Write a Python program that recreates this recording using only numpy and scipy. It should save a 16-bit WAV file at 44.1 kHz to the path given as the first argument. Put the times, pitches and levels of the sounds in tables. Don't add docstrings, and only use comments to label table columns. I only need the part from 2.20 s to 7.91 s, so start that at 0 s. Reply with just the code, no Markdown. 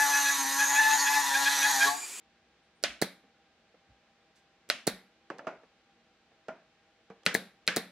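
import sys
import numpy as np
from scipy import signal
from scipy.fft import rfft, irfft, next_fast_len
from scipy.io import wavfile

SR = 44100
rng = np.random.default_rng(int(sys.argv[2]) if len(sys.argv) > 2 else 0)


def decibels_to_gain(level_db):
    exponent = np.asarray(level_db, float) / 20
    return 10 ** exponent


def dump_mix(stems):
    frames = np.atleast_2d(stems).T
    limited = np.clip(frames, -1, 1)
    pcm = np.round(limited * 32767).astype(np.int16)
    wavfile.write(sys.argv[1], SR, pcm)


N = 251811

# driver meets pin in seconds, peak in dB, valve in dB, left-right pan in dB,
# slack of the nose on the wood (0-1).
STRIKES = [
    (0.6377, -9, -45.5, 2, 1.0),
    (2.4999, -8.5, -46, 2, 0.41),
    (5.0631, -6.5, -51, 7, 0.01),
    (5.4766, -6.5, -50.5, 5.5, 0),
]
# exhaust opens in seconds, jet in dB, thump in dB, ring in dB, pan in dB.
RELEASES = [
    (0.815, -26, -15.5, -18, 1.5),
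    (2.6683, -25, -15.5, -21, 1),
    (5.1420, -29, -20.5, -12.5, 11),
    (5.5609, -27, -20.5, -18, 5.5),
]
GRIP = [0, 0, 1, 1]
STROKE_S = .0088


def at_hz(points, hz):
    table = np.array(points)
    return np.interp(np.log(hz + 1), np.log(table[:, 0]), table[:, 1])


def rms_one(x):
    return x / np.sqrt(np.mean(x ** 2) + 1e-20)


def clock(length_s):
    return np.arange(int(length_s * SR)) / SR


def bump(t, width_s):
    return np.exp(-.5 * (t / width_s) ** 2)


def band(x, low_hz, high_hz):
    edges = [low_hz, min(high_hz, .45 * SR)]
    return signal.sosfilt(signal.butter(2, edges, "band", fs=SR, output="sos"), x)


def ring(push, hz, t60):
    decay = decibels_to_gain(-60 / (t60 * SR))
    turn = 2 * np.pi * hz / SR
    return signal.lfilter([0, np.sin(turn)], [1, -2 * decay * np.cos(turn), decay * decay], push + 1e-18)


def body(push, modes, cycles=30):
    total = 0
    for k, (hz, db, t60) in enumerate(modes):
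        total = total + (-1) ** k * decibels_to_gain(db) * ring(push, hz, min(t60, cycles / hz))
    return total


def add(out, x, s, pan_db=0):
    at = int(s * SR)
    treble = signal.sosfilt(signal.butter(1, 1200, "high", fs=SR, output="sos"), x)
    tilt = decibels_to_gain([[pan_db / 2], [-pan_db / 2]]) - 1
    out[:, at:at + len(x)] += (x + treble * tilt)[:, :N - at]


def diffuse(size, colour, likeness):
    hz = np.fft.rfftfreq(size, 1 / SR)
    mid, side = rfft(rng.standard_normal((2, size)))
    alike = np.clip(at_hz(likeness, hz), -1, 1)
    stereo = np.sqrt(1 + alike) * mid + np.sqrt(1 - alike) * side * [[1], [-1]]
    return hz, decibels_to_gain(at_hz(colour, hz)) * stereo


def room_noise():
    # frequency in Hz, level in dB per Hz.
    air_colour = [(15, -34), (30, -13), (60, -4.5), (120, -9), (200, -2.5), (300, -7), (500, -6.5),
                  (1000, -10.5), (1400, -8), (2500, -9), (4000, -12.5), (6300, -20.5), (8000, -27),
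                  (11000, -38.5)]
    # frequency in Hz, left-right likeness (-1 to 1).
    likeness = [(60, 1.0), (130, 0.99), (290, 0.98), (640, 0.96), (1410, 0.82), (3100, 0.38), (6820, -0.23),
                (15000, -0.74)]
    # frequency in Hz, width in Hz, level in dB.
    hum_lines = [(178, 7.1, -91), (232.6, 5.1, -83.5), (327, 22, -84.5), (480, 30, -84), (640.6, 22, -83.5),
                 (793, 31, -77), (1609, 21, -86)]
    size = next_fast_len(N)
    hz, spectrum = diffuse(size, air_colour, likeness)
    air = irfft(spectrum, size)[:, :N]
    air = air / np.sqrt(np.mean(band(air.mean(0), 1000, 4000) ** 2))
    white = rfft(rng.standard_normal(size))
    hum = 0
    for line_hz, width_hz, db in hum_lines:
        resonance = 1 / (1 + (2 * (hz - line_hz) / width_hz) ** 2)
        hum = hum + decibels_to_gain(db) * rms_one(irfft(white * resonance, size))
    return decibels_to_gain(-72.5) * air + hum[:N]


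def leaks(out):
    # start in seconds, length in seconds, level in dB, low edge in Hz, high edge in Hz.
    hisses = [
        (0.425, 0.045, -87, 8405, 9300),
        (0.548, 0.059, -85, 8520, 9000),
        (2.151, 0.042, -69, 1500, 7680),
        (3.3, .15, -100, 5950, 12000),
    ]
    t = clock(.3)
    for s, length_s, level_db, low_hz, high_hz in hisses:
        shape = np.minimum(t / 0.01, 1) / (1 + (t / length_s) ** 3)
        hiss = rms_one(band(rng.standard_normal(len(t)), low_hz, high_hz))
        add(out, decibels_to_gain(level_db) * shape * hiss, s)


def contacts():
    # start in seconds, level in dB, ring in Hz, t60 in seconds,
    # hard-edge tick in dB.
    taps = [(1.035, -58.5, 268, 0.12, -45), (1.039, -59, 468, 0.17, -48), (1.151, -63, 300, 0.1, -36),
            (1.542, -52.5, 520, 0.051, -26.5), (3.1014, -27, 480, 0.02, -12.5),
            (3.192, -31.5, 636, 0.017, -12), (3.245, -43.5, 503, 0.046, -40),
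            (3.434, -48.5, 460, 0.18, -15), (4.117, -57, 480, 0.038, -39), (4.9014, -39, 460, 0.19, -12),
            (4.902, -47.5, 194, 0.15, -53.5)]
    # start in seconds, level in dB, echo in dB.
    setdowns = [
        (3.269, -27, -14),
        (4.2836, -29, -17),
    ]
    # start in seconds, level in dB, ring in Hz, tick in dB.
    clicks = [
        (3.184, -40.5, 900, 4.5),
        (5.034, -54, 3330, 5),
    ]
    # start in seconds, level in dB.
    thuds = [
        (.69, -54.5),
        (1.699, -61.5),
        (2.72, -59.5),
    ]
    blunt_db = -50
    body_tick_db = -13
    magazine_db, magazine_lag_s = -2, 0.0018
    rows = [(s, db, hz, t60, -17.5, tick_db) for s, db, hz, t60, tick_db in taps]
    for s, db, echo_db in setdowns:
        rows.append((s, db, 639, 0.17, echo_db, body_tick_db))
        rows.append((s + magazine_lag_s, db + magazine_db, 1410, 0.064, echo_db, body_tick_db - magazine_db))
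    rows += [(s, db, hz, 0.014, -42, tick_db) for s, db, hz, tick_db in clicks]
    rows += [(s, db, 57.56, 0.22, blunt_db, blunt_db) for s, db in thuds]
    for k in range(4):
        rows.append((1.688 + k * .0095, -56 - 1.2 * (k - 3 / 2) ** 2, 150, .016, -40, blunt_db))
    return rows


def knocks(out):
    # frequency in Hz, level in dB, t60 in seconds.
    bench_modes = [(197.8, -9, 0.051), (284, 2, 0.027), (520, -0.5, 0.03), (816, 2.5, 0.021),
                   (900, -10, 0.062), (1165, -0.5, 0.024), (1370, -2, 0.037), (1670, 2, 0.012),
                   (2174, -2, 0.004), (2820, -7.5, 0.0098), (3650, -26.5, 0.018)]
    bench_share_db = -4.5
    t = clock(.35)
    for s, level_db, hz, t60, echo_db, tick_db in contacts():
        rattle = .35 * rng.standard_normal(len(t)) * np.exp(-t / .003)
        contact = rattle + 3.0 * (t == 0)
        soft = signal.sosfilt(signal.butter(1, min(4.1 * hz, 9000), fs=SR, output="sos"), contact)
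        bench = decibels_to_gain(bench_share_db) * body(soft, bench_modes) * min(hz / 300, 1) ** 2
        wood = ring(soft, hz, t60) + bench
        tick = decibels_to_gain(tick_db) * band(contact, 2500, 6300)
        add(out, decibels_to_gain(level_db) * (wood / np.max(np.abs(wood)) + tick), s, -1.5)


def echo(s, level_db, colour):
    # frequency in Hz, t60 in seconds.
    room_t60 = [(60, 0.11), (200, 0.41), (700, 0.31), (1800, 0.37), (4800, 0.31), (12000, 0.3)]
    # frequency in Hz, left-right likeness (-1 to 1).
    echo_likeness = [(60, 1.0), (130, 1.0), (290, 1.0), (640, 0.98), (1410, 0.88), (3100, 0.66),
                     (6820, -0.03), (15000, -0.6)]
    early_db, early_t60_s = 7.5, 0.061
    t = np.arange(2 ** 14) / SR
    hz, noise = diffuse(len(t), colour, echo_likeness)
    noise = noise / np.std(irfft(noise))
    tail = 0
    for centre in 40 * 2 ** np.arange(9.):
        octaves = np.clip(np.log2((hz + 1) / centre), -1, 1)
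        part = irfft(noise * np.cos(np.pi / 2 * octaves) ** 2)
        tail = tail + part * decibels_to_gain(-60 * t / at_hz(room_t60, centre))
    build_up = np.clip((t - .001) / 0.0056, 0, 1)
    tail = tail * build_up * (1 + decibels_to_gain(early_db - 60 * t / early_t60_s))
    out, at = np.zeros((2, N + len(t))), int(s * SR)
    out[:, at:at + len(t)] = decibels_to_gain(level_db) * tail
    return out[:, :N]


def workshop():
    # frequency in Hz, level in dB per Hz.
    strike_sideways = [(35, -41), (60, -16), (118, -25), (217, -2), (437, -14.5), (636, 0.5), (903, -12.5),
                       (1440, -2.5), (2770, -0.5), (3040, -2), (5300, -8), (11500, -24), (16000, -43.5)]
    strike_downward = [(35, -67.5), (60, -61), (172, 1), (371, -14.5), (458, -0.5), (621, -7), (715, -11.5),
                       (822, -10.5), (924, -14), (1660, 0.5), (3580, -9.5), (5200, -13.5), (16000, -37.5)]
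    release_colour = [(35, -64), (60, -14), (113, -18), (156, -12.5), (193, 0.5), (315, -12.5), (579, -6.5),
                      (1050, -19), (1600, -11.5), (2250, -12), (2900, -23.5), (3850, -11), (6580, -27),
                      (11800, -21.5), (16000, -33)]
    knock_colour = [(60, -58), (165, -11), (330, -11), (700, -6), (1050, -14), (1450, -15.5), (1850, -18),
                    (2400, -20), (3500, -33.5), (6000, -36), (12000, -62), (16000, -49)]
    strike_echo_db = [-27.5, -23.5]
    release_echo_db = [-21, -16]
    slack_echo_db = 4.5
    ring_lift_db = 9.5
    strike_colours = [strike_sideways, strike_downward]
    out = np.zeros((2, N))
    for (s, peak_db, valve_db, pan_db, slack), grip in zip(STRIKES, GRIP):
        level_db = peak_db + strike_echo_db[grip] + slack * slack_echo_db
        out += echo(s, level_db, strike_colours[grip])
    for (opens, jet_db, thump_db, ring_db, pan_db), grip in zip(RELEASES, GRIP):
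        out += echo(opens + STROKE_S, thump_db + release_echo_db[grip], release_colour)
    hz = np.geomspace(30, 20000, 200)
    for s, level_db, ring_hz, t60, echo_db, tick_db in contacts():
        lift_db = ring_lift_db / (1 + ((hz / ring_hz - 1) / 0.07) ** 2)
        out += echo(s, level_db + echo_db, np.transpose([hz, at_hz(knock_colour, hz) + lift_db]))
    return out


def releases(out):
    # frequency in Hz, level in dB per Hz.
    jet_colour = [(710, -35.5), (1200, -2.5), (3320, -15.5), (3950, -1), (5710, -8), (6230, -2.5),
                  (7910, -7), (8820, -3), (9610, -5.5), (16000, -9)]
    # frequency in Hz, level in dB, t60 in seconds.
    cap_modes = [(1687, -5, 0.024), (2050, -2, 0.0078), (4350, -14, 0.0063), (4430, 0, .008),
                 (6930, -24, 0.0015), (12500, -19.5, .003)]
    # frequency in Hz, level in dB, t60 in seconds.
    boom_modes = [(184, -58.5, 0.42), (300, -37, 0.012), (460, -47, 0.11), (567, -66, 0.18),
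                  (805, -49.5, 0.1012)]
    boom_db = [-9, -0.5]
    t = clock(.4)
    since = t - STROKE_S
    hz = np.fft.rfftfreq(len(t), 1 / SR)
    flow = np.minimum(t / .002, 1) * (1 - .45 * np.exp(-((t - .0058) / .001) ** 2))
    flow = np.where(since < 0, flow, 0.41 * np.exp(-np.abs(since) / 0.012))
    swell = .13 * (1 - 2 * (t - .001) / .0045) * (t > .001) * (t < .0055)
    surge = swell - .2 * bump(t - .0005, .0003) + .1 * bump(t - .006, .0005)
    wave = 1.5 * bump(since + .0003, .00028)
    wave = wave - .75 * bump(since - .0006, .00022) - .45 * bump(since - .0015, .0006)
    port_sound = band(wave + surge, 150, 12000)
    since_hit = since + .0007
    for (opens, jet_db, thump_db, ring_db, pan_db), grip in zip(RELEASES, GRIP):
        hiss = rms_one(irfft(rfft(rng.standard_normal(len(t))) * decibels_to_gain(at_hz(jet_colour, hz)), len(t)))
        thump = decibels_to_gain(thump_db) * port_sound
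        rattle = .4 * rng.standard_normal(len(t))
        clean_hit = 3 * (np.abs(since_hit) < .5 / SR)
        stop = np.exp(-np.abs(since_hit) / .0002) * (since_hit > 0) * (rattle + clean_hit)
        cap = body(stop, cap_modes)
        sound = decibels_to_gain(jet_db) * flow * hiss + thump + decibels_to_gain(ring_db) * cap / np.max(np.abs(cap))
        boom = decibels_to_gain(boom_db[grip]) * body(thump, boom_modes, cycles=140)
        add(out, sound + boom, opens, pan_db)


def strikes(out):
    # frequency in Hz, t60 in seconds, level in dB with the nose firm,
    # level in dB with it slack.
    nose_modes = [(344, 0.0083, -23, -20.5), (579, 0.021, -15.5, -16.5), (1340, 0.014, -12, -19.5),
                  (1500, .03, -14, -14), (1915, .010, -5.5, -20), (2373, 0.0043, 0.5, -20),
                  (2947, 0.0079, -18.5, -18), (3240, 0.0033, -11.5, -24.5), (4095, 0.0065, -0.5, -14),
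                  (4775, 0.0038, -3, -7.5), (5880, 0.0015, -2.5, -7.5), (8440, 0.0022, -8, -18),
                  (10700, 0.0022, -9, -19.5), (13310, 0.006, -17, -23)]
    # delay in seconds, level in dB.
    rebounds = [
        (0, -8),
        (.0004, 2),
        (.0011, -5),
        (.0019, -8),
        (.0048, -11),
        (.0066, -16),
        (.0085, -18),
    ]
    valve_lead_s = .0102
    t = clock(.3)
    blows = sum(decibels_to_gain(db) * (t >= at) * np.exp(-np.abs(t - at) / 0.00015) for at, db in rebounds)
    clean_blow = 3.0 * (np.abs(t - rebounds[1][0]) <= .5 / SR)
    tick = ring(-1. * (t < .0006), 450, 0.017) * 0.047
    for s, peak_db, valve_db, pan_db, slack in STRIKES:
        air, rattle = rng.standard_normal((2, len(t)))
        inrush = band(air, 1500, 12000) * (t < valve_lead_s) * np.exp(-t / 0.014)
        add(out, decibels_to_gain(valve_db) * (inrush + tick), s - valve_lead_s, pan_db)
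        push = 0.5 * blows * rattle + clean_blow
        modes = [(hz, firm_db + slack * (slack_db - firm_db), t60) for hz, t60, firm_db, slack_db in nose_modes]
        crack = body(push, modes) + 0.2 * band(push, 2200, 16000)
        add(out, decibels_to_gain(peak_db) * crack / np.max(np.abs(crack)), s, pan_db)


def ports(x):
    # frequency in Hz, level in dB.
    left_shadow = [(100, -0.5), (700, -1.5), (2400, -3.5), (4400, -7), (8000, -5), (15000, -1.5)]
    lag_s = 3e-5
    size = next_fast_len(N)
    hz = np.fft.rfftfreq(size, 1 / SR)
    shadow = decibels_to_gain(at_hz(left_shadow, hz) / 2)
    lag = np.exp(-2j * np.pi * np.minimum(hz, 10500) * lag_s)
    return irfft(rfft(x, size) * [shadow * lag, 1 / shadow], size)[:, :N]


def scene():
    near = np.zeros((2, N))
    for source in (leaks, knocks, releases, strikes):
        source(near)
    return ports(near) + workshop() + room_noise()


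def roll_off(x):
    return signal.sosfilt(signal.butter(12, 16990, fs=SR, output="sos"), x)


def record(dry):
    x = signal.sosfilt(signal.butter(2, 45, "high", fs=SR, output="sos"), dry)
    x = signal.sosfilt(signal.cheby2(10, 30, 16400, fs=SR, output="sos"), x)
    return roll_off(x)


dry = scene()
out = record(dry)
dump_mix(out)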